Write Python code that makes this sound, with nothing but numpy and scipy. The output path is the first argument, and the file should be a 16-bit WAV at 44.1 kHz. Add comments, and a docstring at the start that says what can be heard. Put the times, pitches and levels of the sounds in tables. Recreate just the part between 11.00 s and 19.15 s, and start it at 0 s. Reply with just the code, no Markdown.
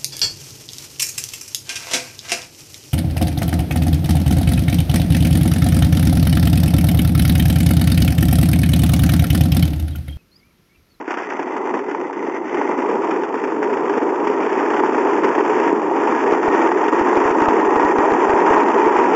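"""Towed cart on coarse asphalt

A small cart on hard wheels is towed by a bicycle and gathers speed, the microphone riding on it.
Random stone hits, noise and bumps drive filters: the hollow body rumbles, the frame clatters, grit crunches.
Stone hits drive resonances, so bar, frame and fittings ring; the deck hums to a stone stream of its own.
Pebbles and grains are filtered clicks, soft thumps are low-passed clicks, and wind is low noise that
flutters faintly below."""
import sys
import numpy as np
from scipy import signal
from scipy.fft import rfft, irfft
from scipy.io import wavfile
from scipy.ndimage import uniform_filter1d, minimum_filter1d

SR = 44100
rng = np.random.default_rng(int(sys.argv[2]) if len(sys.argv) > 2 else 0)


def digitize_waveform(pressure):
    """Quantize a signal to 16-bit integers and store it at the path in sys.argv[1].

    Rows of a 2-D input are taken as channels; values are limited to [-1, 1].
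    """
    field = np.atleast_2d(pressure).T
    bounded = np.clip(field, -1, 1)
    quanta = np.round(bounded * 32767).astype(np.int16)
    wavfile.write(sys.argv[1], SR, quanta)


N = 359415


def from_db(db):
    """Decibels to gain."""
    return 10 ** (np.asarray(db) / 20)


def rms_one(x):
    """Scale to an rms of 1."""
    return x / np.sqrt(np.mean(x ** 2) + 1e-20)


def steady(x, span_s):
    """Hold the running rms at 1, leaving faster flutter as it is."""
    size = max(int(span_s * SR), 64)
    power = uniform_filter1d(uniform_filter1d(x ** 2, size), size)
    return x / np.sqrt(np.abs(power) + 1e-14)


def in_time(rows):
    """Columns of a curve table, sample by sample."""
    s, *columns = np.transpose(rows)
    return [np.interp(np.arange(N) / SR, s, c) for c in columns]


def drift(rate_hz):
    """Smooth chance with a spread of 1 that changes about rate_hz times a second."""
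    step = 20   # samples per point of the slow noise
    r = np.exp(-2 * step * np.pi * rate_hz / SR)
    noise = rng.standard_normal(N // step + 2002)
    slow = signal.lfilter([1], [1, -2 * r, r * r], noise)[2000:]
    return np.interp(np.arange(N) / step, np.arange(len(slow)), rms_one(slow))


def respond(force, spectrum):
    """Causal (minimum-phase) response with the given spectrum; white noise keeps its rms."""
    size = 4096
    hz, db = np.transpose(spectrum)
    # both ends fall away
    hz = [hz[0] / 2, *hz, hz[-1] * 2]
    db = [db[0] - 17.5, *db, db[-1] - 8.0]
    bins_hz = np.arange(size // 2 + 1) * SR / size
    gain = rms_one(from_db(np.interp(np.log(bins_hz + 1), np.log(hz), db)))
    cepstrum = irfft(np.log(gain))[:size // 2]
    cepstrum[1:] *= 2
    impulse = irfft(np.exp(rfft(cepstrum, size)))
    return signal.oaconvolve(force, impulse)[:N]


def resonate(force, modes):
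    """Parallel resonances driven by one force; rms 1."""
    out = np.zeros(N)
    for hz, width_hz, db in modes:
        r = np.exp(-np.pi * width_hz / SR)
        b = np.array([1, 0, -1]) * (1 - r * r) / 2
        a = [1, -2 * r * np.cos(2 * np.pi * hz / SR), r * r]
        out += from_db(db) * signal.lfilter(b, a, signal.lfilter(b, a, force))
    return rms_one(out)


def blows(times_s, levels_db):
    """One click for each time and level."""
    clicks = np.zeros(N)
    clicks[np.clip(np.round(times_s * SR).astype(int), 0, N - 1)] = from_db(levels_db)
    return clicks


def snaps(rows, spectrum, level_db):
    """One sharp, wide-band click for each row, its response scaled to a unit peak."""
    times_s, peaks_db = np.transpose(rows)
    height = np.max(np.abs(respond(blows(np.zeros(1), 0), spectrum)))
    return respond(blows(times_s, peaks_db + level_db), spectrum) / height


def stones(per_s, size_spread_db):
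    """Stones meet the wheels at random: many small ones, a few large."""
    sizes = from_db(size_spread_db * np.minimum(rng.exponential(1, N), 4)) * rng.choice([-1, 1], N)
    return steady(sizes * (rng.random(N) < per_s / SR), span_s=0.15)


HOP_DEPTH, HOP_EASING = 1.09, 0.068   # load rms at 1 m/s; power of speed it falls with
WHEEL_ROUND_M = 0.41


def wheel_load(speed):
    """Bouncing load on the wheels: fast hopping, slower rocking, and a beat on each turn."""
    turns = np.cumsum(speed) / SR / WHEEL_ROUND_M
    load = rms_one(drift(86) + 0.47 * drift(36) + 0.66 * np.sin(2 * np.pi * turns))
    return load * HOP_DEPTH / speed ** HOP_EASING


# rougher road (+) or light-running wheels (-): middle t/s, length/s, body, frame, wheel change/dB
STRETCHES = [(0.06, 0.015, 0, -5, -6), (0.16, 0.018, -1, -5, -8), (0.255, 0.064, -0.5, -5, -1),
             (0.447, 0.021, 2, -5, -11), (0.604, 0.048, -0.5, 0, -4), (0.68, 0.053, 1, 3, 2.5),
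             (0.756, 0.042, 3.5, 5, 3), (0.847, .07, 0, -2, -1), (0.879, 0.014, -2, -2, -2),
             (1.014, 0.035, 2.5, 3, 3), (1.123, 0.053, -4.5, -2.5, -4.5), (1.247, 0.095, 2, 1, 1),
             (1.354, 0.045, -1, -0.5, 2.5), (1.415, 0.053, -1, -2.5, -7), (1.485, 0.047, -3.5, -3, 3),
             (1.591, 0.018, 2, 0.5, 5), (1.731, 0.04, 1, 4, 3.5), (1.757, 0.025, -7, -4.5, -1.5),
             (1.915, 0.059, 2, 1.5, 2), (2.029, 0.016, -3, -7, -1), (2.074, 0.097, 0, 2, 3.5),
             (2.27, 0.019, -9, 1, -5), (2.309, 0.019, -4, 4, -12), (2.39, 0.03, -6, 0, 3),
             (2.586, 0.062, -1, -2.5, -3.5), (2.805, 0.058, -3, -0.5, -4), (2.978, 0.016, 4.5, 1, 6),
             (3.001, 0.018, -15, -3, 1), (3.048, 0.061, 2, 1, 0.5), (3.193, 0.069, -0.5, -0.5, -1),
             (3.28, 0.033, -2, -3, 1), (3.496, 0.033, -5, -1, 1.5), (3.753, 0.11, 0, 2, 1.5),
             (3.815, 0.014, 1.5, -3, -9), (3.912, 0.021, -2.5, -3.5, -3.5), (4.07, 0.055, -0.5, 2.5, -2.5),
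             (4.215, 0.035, -2, -4.5, -4), (4.246, 0.028, 3.5, 1, 2.5), (4.343, 0.022, -8, -1, -0.5),
             (4.432, 0.038, -0.5, -2.5, -2), (4.577, 0.07, 0.5, -2, 1), (4.733, 0.046, -0.5, -1, -6.5),
             (4.808, 0.015, -2, -2, -3.5), (4.87, .05, 1, -1.5, -3), (5.203, 0.065, -2.5, -2.5, -0.5),
             (5.255, 0.022, 3.5, -0.5, -3.5), (5.405, 0.047, -2, -4.5, -4), (5.612, 0.14, 2.5, 2.5, 1),
             (5.75, 0.047, 2.5, -3.5, -3), (5.908, 0.024, -6, -6, -4), (5.933, 0.038, 3.5, -1, 4),
             (6.042, 0.042, -1, -3, -1), (6.07, 0.041, 0.5, 4, 3), (6.262, 0.036, -1, 2, 4),
             (6.33, 0.028, -1.5, -4, -4.5), (6.455, 0.034, -4, 1, 2.5), (6.476, 0.018, 0, 3, -10),
             (6.626, 0.048, -1.5, -1, -3), (6.707, 0.02, -0.5, 1, -3.5), (6.945, 0.023, -0.5, -8, -5),
             (7.043, 0.021, 3, 5, 0), (7.539, 0.061, 0, 2, 3.5), (7.654, 0.059, -1.5, -3.5, -1),
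             (7.723, 0.031, -6.5, 1, -2.5), (7.877, .035, 4.5, 1, -1), (7.898, 0.027, -4, -2.5, -2)]
EDGE_S = 0.0077   # time a wheel takes to enter or leave a stretch


def stretches():
    """Level change of body, frame and wheel in dB as the cart crosses each stretch."""
    db = np.zeros((3, N))
    for middle_s, length_s, *parts_db in STRETCHES:
        start = int((middle_s - length_s / 2) * SR)
        end = int((middle_s + length_s / 2) * SR)
        db[:, start:end] += np.array(parts_db)[:, None]
    return uniform_filter1d(db, max(int(EDGE_S * SR), 1), axis=1)


FLIGHT_S, FLIGHT_EDGE_S = 0.012, 0.0044   # time in the air, time to unload


def flight(times_s):
    """Share of weight, 0 to 1, off a wheel that a pebble lifts just before it lands."""
    airborne = np.zeros(N)
    for s in times_s:
        airborne[int(max(s - FLIGHT_S, 0) * SR):int(s * SR)] = 1
    return uniform_filter1d(airborne, max(int(FLIGHT_EDGE_S * SR), 1))


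# bumps per s, level/dB over the rolling at 1 m/s, random extra up to this/dB
SMALL_BUMPS_PER_S, SMALL_BUMP_DB, SMALL_BUMP_SPREAD_DB = 14, 2, 2


def lesser_bumps(speed):
    """Lesser bumps come at random and sink into the rolling with speed."""
    met = rng.random(N) < SMALL_BUMPS_PER_S / SR
    size = from_db(SMALL_BUMP_DB + SMALL_BUMP_SPREAD_DB * rng.random(N))
    return met * size / np.sqrt(speed)


# hardest bumps, relative levels: t/s, wheel level/dB, body level/dB, frame level/dB
BUMPS = [(0.0774, -17, -16, -29), (0.1059, -11.5, -14, -17), (0.14, -22, -26, -30),
         (0.1714, -15, -9.5, -27), (0.199, -22, -27, -22), (0.2202, -19, -15, -20), (0.3005, -13, -30, -31),
         (0.3208, -20, -25, -28), (0.393, -15, -11, -14), (0.4274, -18, -27, -18), (0.474, -27, -18, -18),
         (0.5656, -14.5, -24, -24), (0.7388, -13.5, -26, -17.5), (0.789, -19, -21, -28),
         (0.911, -18, -18, -27), (0.947, -21, -22, -22), (1.0974, -35, -28, -22), (1.128, -19, -28, -21),
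         (1.3636, -27, -22, -25), (1.5439, -14, -11, -26), (1.6133, -18, -30, -17), (1.6915, -28, -7, -10),
         (1.785, -20, -6, -18), (1.8486, -39, -11, -13.5), (2.1088, -11.5, -17, -16), (2.139, -26, -9, -33),
         (2.2333, -17, -16, -21), (2.341, -19, -11, -16), (2.4385, -12.5, -22, -17), (2.473, -22, -16, -22),
         (2.627, -13.5, -18, -15.5), (2.783, -31, -15, -24), (2.8953, -13, -20, -15),
         (3.272, -11, -5.5, -19), (3.297, -29, -7, -24), (3.6063, -22, -23, -8.5), (3.793, -23, -25, -9.5),
         (3.835, -16, -10, -8), (4.048, -17, -5, -20), (4.091, -16, -7, -10), (4.242, -11, -14, -16),
         (4.271, -21, -15, -9.5), (4.3792, -17, -5, -9), (4.499, -17, -13, -15), (4.631, -11.5, -19, -13),
         (4.727, -21, -4, -24), (4.829, -24, -9, -14), (4.9117, -35, -6, -10), (5.072, -12, -6, -10),
         (5.26, -25, -9, -12), (5.321, -23.5, 1, -6), (5.4765, -29, -21, -5), (5.546, -10, -5, -9),
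         (5.831, -28, -20, -12), (5.881, -13, -7, -24), (5.925, -21, -8, -7), (5.993, -11, -8, -21),
         (6.169, -11, -0.5, -13), (6.278, -22, -16, -14), (6.42, -12, -3, -6), (6.4842, -8.5, -2, -10),
         (6.7572, -13, -7, -4), (6.796, -11, -13, -17), (6.984, -17, -11, -6), (7.117, -27, -0.5, -12),
         (7.294, -15, -4, -15), (7.5658, -12, -18, 4), (7.9885, -10, -4, -3)]


def jolts(hard_db, rolling_db, small_bumps, settle_s, bounce_db):
    """A bump throws the wheels up; they bounce unevenly for a few milliseconds as they settle."""
    kicks = blows(np.array(BUMPS)[:, 0], hard_db) + small_bumps * from_db(rolling_db)
    envelope = signal.lfilter([1], [1, -np.exp(-1 / (settle_s * SR))], kicks + 1e-18)
    return envelope * from_db(bounce_db * drift(280))


def shaken(spectrum, level_db, road, load, jolt, shared, load_db, bump_db):
    """One part of the cart, driven by stones and fine road texture under the wheel load, and by bumps."""
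    texture = rng.standard_normal(N)
    force = (np.sqrt(shared) * road + np.sqrt(1 - shared) * texture) * from_db(load_db * load)
    rolling = steady(respond(force, spectrum), span_s=0.056)
    knocks = respond(jolt * rng.choice([-1, 1], N), spectrum)
    return from_db(level_db) * rolling + from_db(bump_db) * knocks


# body response: f/Hz, level/dB
BODY = [(35, -71), (60, -58.5), (100, -43.5), (150, -25.5), (200, -15.5), (250, -6.5), (290, -1.5),
        (350, 1), (415, 0.5), (470, -5.5), (540, -9.5), (640, -23.5), (900, -45)]


def body_rumble(level_db, road, load, jolt):
    """The hollow body answers the stones with low, broad resonance."""
    sound = shaken(BODY, level_db, road, load, jolt, shared=0.58, load_db=-0.5, bump_db=-2.5)
    return from_db(-0.24) * sound


# frame response: f/Hz, level/dB
FRAME = [(350, -31), (500, -16.5), (600, -7), (720, -6), (800, -4), (870, -1), (950, -1), (1060, -6),
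         (1200, -9.5), (1350, -16.5), (1550, -29.5), (2200, -47.5)]


def frame_clatter(level_db, road, load, jolt):
    """The frame answers the stones in the middle range."""
    sound = shaken(FRAME, level_db, road, load, jolt, shared=0.42, load_db=0.7, bump_db=-1.5)
    return from_db(-0.3) * sound


# wheel response: f/Hz, level/dB
WHEEL = [(900, -31), (1250, 1), (1450, 4.5), (1600, 2), (1680, 4), (1780, 2.5), (2030, -1.5), (2200, -4),
         (2380, -2.5), (2650, -7.5), (2830, -10), (2980, -13), (3550, -21.5), (4400, -42.5)]


def wheel_crunch(level_db, road, load, jolt):
    """Hard wheels crunch on the stones, strongly following the load."""
    sound = shaken(WHEEL, level_db, road, load, jolt, shared=0.48, load_db=3.5, bump_db=2.04)
    return from_db(-2.5) * sound


# grit response: f/Hz, level/dB
GRIT = [(3000, -29), (4000, 6), (4500, -1.5), (5000, 2), (5600, 6), (6100, -1), (6500, 2), (6900, -2.5),
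        (7090, 3.5), (7280, -12), (7440, -16), (7600, 1), (7800, -13.5)]


def grit_sizzle(level_db, road, load, jolt):
    """High sizzle of grit, following the wheel crunch."""
    sound = shaken(GRIT, level_db, road, load, jolt, shared=0.77, load_db=3.0, bump_db=1.5)
    return from_db(-22) * sound


# frame modes: f/Hz, width/Hz, level/dB
FRAME_RING = [(873.6, 72, -3.5), (937.6, 78, 1)]
RING_DB, RING_DB_PER_M_PER_S = -15, 2.5   # relative to the clatter: at 0 m/s, rise with speed


def frame_ring(clatter_db, road, load, speed):
    """Stones excite two frame modes, which sing more with speed."""
    tone = steady(resonate(road * from_db(1.1 * load), FRAME_RING), span_s=0.083)
    return from_db(clatter_db + RING_DB + RING_DB_PER_M_PER_S * speed) * tone


# tow bar modes: f/Hz, width/Hz, level/dB
BAR_MODES = [(1880, 170, -1.5), (1990, 140, -2.5), (6040, 300, -23.5)]
# bar rings until the pull eases, relative to the crunch: t/s, level/dB
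BAR_LEVEL = [(0, -16), (0.3, -3.5), (0.8, -8.5), (1.3, -3), (1.75, -4.5), (2.0, -24)]


def tow_bar(crunch_db, road):
    """Stones excite the modes of the tow bar."""
    bar_db, = in_time(BAR_LEVEL)
    return from_db(crunch_db + bar_db) * resonate(road, BAR_MODES)


# loose metal modes: f/Hz, width/Hz, level/dB
FITTING_MODES = [(1662, 110, -4), (1860, 76, 2.5), (6125, 95, -20.5), (7040, 190, -24)]
# fittings relative to the crunch: t/s, level/dB
FITTING_LEVEL = [(0, -27.5), (2.0, -14.5), (4.7, -10.5), (5.4, -7.5), (6.5, -8.5), (6.8, -4.5), (7.15, -7),
                 (7.6, -8), (8.15, -11.5)]


def loose_fittings(crunch_db, road, load):
    """Stones excite the modes of loose metal fittings."""
    fittings_db, = in_time(FITTING_LEVEL)
    tone = steady(resonate(road * from_db(0.64 * load), FITTING_MODES), span_s=0.055)
    return from_db(crunch_db + fittings_db) * tone


# grain click: f/Hz, level/dB
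GRAIN = [(500, -10), (950, -1), (1400, 3), (2400, -1), (3300, -16.5), (4800, -27.5), (7500, -30.5)]
# base peak over the crunch; range of sizes at 1 m/s
GRAINS_PER_M, GRAIN_DB, GRAIN_SPREAD_DB = 14, 3.5, 7


def grains(speed, crunch_db):
    """Loose grains crack at uneven moments, more often with speed but standing out less."""
    met = np.flatnonzero(rng.random(N) < GRAINS_PER_M * speed / SR)
    peaks_db = crunch_db + GRAIN_SPREAD_DB * rng.random(N) / np.sqrt(speed)
    return snaps(np.column_stack([met / SR, peaks_db[met]]), GRAIN, level_db=GRAIN_DB)


# deck modes: f/Hz, width/Hz, level/dB
DECK = [(416.2, 77, 3), (925, 120, -8)]
# level relative to the body, speed it needs, loss below that speed
DECK_DB, DECK_FROM_M_PER_S, DECK_DB_PER_M_PER_S = -5, 2.52, 23


def deck_hum(rumble_db, per_s, load, speed):
    """A stone stream of its own excites the deck modes; the hum is full once the cart is under way."""
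    deck_db = DECK_DB - DECK_DB_PER_M_PER_S * np.maximum(DECK_FROM_M_PER_S - speed, 0)
    force = stones(per_s, size_spread_db=4.0) * from_db(2.0 * load)
    return from_db(rumble_db + deck_db) * steady(resonate(force, DECK), span_s=0.036)


# the tow: t/s, speed/(m/s)
SPEED = [(0, 0.96), (1.4, 1.46), (1.7, 2.21), (4.2, 3.2), (8.15, 4.53)]
# how hard the road shakes each part: t/s, body level/dB, frame level/dB, wheel level/dB
ROLL = [(0.0, -25.5, -29, -36), (0.05, -39, -38.5, -41.5), (0.1, -33.5, -27.5, -33.5),
        (0.3, -28.5, -29.5, -34.5), (0.75, -23.5, -27, -37), (0.85, -26, -31.5, -40),
        (1.49, -24.5, -29.5, -37), (1.56, -21, -26.5, -33.5), (2.15, -20.5, -25, -33.5),
        (2.3, -23, -29.5, -34.5), (2.9, -19, -24.5, -32), (3.15, -21.5, -25, -33.5),
        (3.6, -19.5, -23.5, -28), (4.65, -18, -21.5, -28), (4.82, -21, -24.5, -32.5),
        (5.15, -18.5, -20, -27), (5.58, -19, -21.5, -26.5), (5.8, -20.5, -22, -28.5),
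        (6.15, -17, -19.5, -26.5), (7.2, -17.5, -19, -27), (7.55, -16.5, -17, -26.0), (8.15, -17, -19, -25)]
# pebbles snapping under a wheel, relative: t/s, level/dB
PEBBLES = [(0.1056, -15.5), (0.171, -15), (0.392, -14), (0.565, -13), (0.741, -11), (0.865, -21),
           (0.9121, -13), (0.948, -15), (1.099, -14), (1.5437, -13), (1.6133, -7.5), (1.849, -21),
           (2.035, -11), (2.234, -15), (2.621, -13), (2.895, -21), (2.9783, -15), (3.271, -4.5),
           (4.2433, -12), (4.818, -7), (4.913, -15), (5.0613, -15), (5.3232, -16), (5.478, -7),
           (5.502, -14), (5.717, -3), (5.927, -15), (6.4866, 0), (6.758, -13), (6.797, 0), (6.985, -9)]
STONES_PER_M, SLOW_SPREAD_DB = 620, 2   # added size spread at 1 m/s: stones stand out when slow
PATCHES_PER_S, PATCHY_DB = 5.6, 0.47   # lesser patches; depth at 1 m/s, evening out with speed
FLIGHT_DB = [-1, -1, -1.5]   # body, frame, wheel rolling while a wheel is in the air
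WHEEL_CREST_DB = 11   # peak of a wheel's knock over its mean level


def cart():
    """Body, frame, wheels, grit, deck and metal, all following one speed and wheel load."""
    speed, = in_time(SPEED)
    patches_db = PATCHY_DB * drift(PATCHES_PER_S) / np.sqrt(speed)
    flight_db = np.outer(FLIGHT_DB, flight(np.array(PEBBLES)[:, 0]))
    body_db, frame_db, wheel_db = in_time(ROLL) + stretches() + patches_db + flight_db
    load = wheel_load(speed)
    per_s = STONES_PER_M * speed
    front = stones(per_s, size_spread_db=2.5 + SLOW_SPREAD_DB / speed ** 2)
    rear = stones(per_s, size_spread_db=1.5)

    small = lesser_bumps(speed)
    _, wheel_hit_db, body_hit_db, frame_hit_db = np.transpose(BUMPS)
    body_jolt = jolts(body_hit_db, body_db, small, settle_s=0.0034, bounce_db=-1.0)
    frame_jolt = jolts(frame_hit_db, frame_db, small, settle_s=0.0047, bounce_db=2.5)
    wheel_jolt = jolts(wheel_hit_db - WHEEL_CREST_DB, wheel_db, small, settle_s=0.011, bounce_db=0.0)

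    sound = body_rumble(body_db, rear, load, body_jolt)
    sound += frame_clatter(frame_db, front, load, frame_jolt)
    sound += wheel_crunch(wheel_db, front, load, wheel_jolt)
    sound += grit_sizzle(wheel_db, front, load, wheel_jolt)
    sound += frame_ring(frame_db, rear, load, speed)
    sound += tow_bar(wheel_db, front)
    sound += loose_fittings(wheel_db, rear, load)
    sound += grains(speed, wheel_db)
    sound += deck_hum(body_db, per_s, load, speed)
    return sound


# air on the microphone: f/Hz, level/dB
WIND = [(25, -18.5), (55, -14), (90, 5.5), (140, 3), (300, -25.5)]


def wind(level_db, gust_db):
    """Lumpy low noise of the air passing the microphone."""
    return from_db(level_db + gust_db * drift(10)) * respond(rng.standard_normal(N), WIND)


# pebble snap: f/Hz, level/dB
SNAP = [(400, -14), (900, 18.5), (1400, -4), (2200, -10.5), (3200, -24.5), (4800, -33), (7500, -43.5)]


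def pebbles(level_db):
    """A pebble snapping under a wheel is one sharp filtered click."""
    return snaps(PEBBLES, SNAP, level_db)


# soft low thumps, relative: t/s, level/dB
THUMPS = [(4.243, -59), (4.382, -56), (5.326, -35.5), (5.482, -31), (5.70, -55), (6.012, -31.5),
          (6.173, -34), (6.255, -33), (6.31, -35.5), (6.419, -32), (6.483, -27), (6.683, -40.5),
          (6.768, -33), (6.85, -32.5), (6.987, -30), (7.045, -48), (7.121, -32), (7.222, -52), (7.295, -31),
          (7.337, -31), (7.508, -29), (7.575, -39), (7.782, -54), (7.871, -38), (7.965, -41), (7.99, -38)]


def thumps(level_db, corner_hz):
    """Clicks through a low-pass become short, dull pulses."""
    times_s, peaks_db = np.transpose(THUMPS)
    dull = signal.butter(2, corner_hz, fs=SR, output="sos")
    clicks = blows(times_s, peaks_db + level_db) + 1e-18
    return signal.sosfilt(dull, clicks) * SR / (np.pi * corner_hz)


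def scene():
    """The cart, the wind, the pebbles and the thumps, in mono."""
    sound = cart() + wind(level_db=-68.5, gust_db=-2.5)
    sound += pebbles(level_db=-2.5) + thumps(level_db=10.0, corner_hz=160)
    return sound[None]


LIMIT_S, CEILING = 0.0044, 0.73   # span of each duck under a peak, peak height it allows
KNEE, SQUASH = 0.56, 0.13   # height above which peaks are flattened, share of the excess lost


def limit(x):
    """A fast limiter ducks around each peak, then overload flattens what stands above the knee."""
    size = max(int(LIMIT_S * SR), 2)
    gain = minimum_filter1d(CEILING / np.maximum(np.abs(x), CEILING), size)
    x = x * uniform_filter1d(gain, size)
    return x - SQUASH * (x - np.clip(x, -KNEE, KNEE))


# faint crackle, relative: t/s, level/dB
CRACKLE = [(4.2423, -32), (4.373, -44), (4.727, -46), (5.3263, -31), (5.4805, -35), (5.5019, -38),
           (5.5498, -40), (5.7169, -45), (5.9384, -40), (5.9913, -40), (6.1375, -41), (6.1569, -31),
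           (6.3121, -39), (6.4168, -33), (6.4857, -28), (6.6109, -35), (6.767, -35), (6.8499, -31),
           (6.985, -29), (7.1053, -38), (7.12, -31), (7.2948, -33), (7.3372, -42), (7.4056, -33),
           (7.5647, -36), (7.5832, -31), (7.6346, -31), (7.687, -32), (7.7817, -34), (7.8426, -37),
           (7.8586, -40), (7.9723, -42), (8.0317, -33)]
# crackle click: f/Hz, level/dB
TICK = [(1500, 0.5), (3000, 5.5), (4100, -2.5), (7500, -14.5)]
NOTCH_HZ, NOTCH_WIDTH_HZ, CUTOFF_HZ = 4028, 750, 7700


def record(dry):
    """A small recorder notches a narrow band, limits the peaks, adds crackle and cuts the top."""
    band_hz = [NOTCH_HZ - NOTCH_WIDTH_HZ / 2, NOTCH_HZ + NOTCH_WIDTH_HZ / 2]
    notch = signal.butter(3, band_hz, "bandstop", fs=SR, output="sos")
    x = limit(signal.sosfilt(notch, dry))
    cut = signal.ellip(12, .2, 80, CUTOFF_HZ, fs=SR, output="sos")
    return signal.sosfilt(cut, x + snaps(CRACKLE, TICK, level_db=6.0))


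dry = scene()
out = record(dry)
digitize_waveform(out)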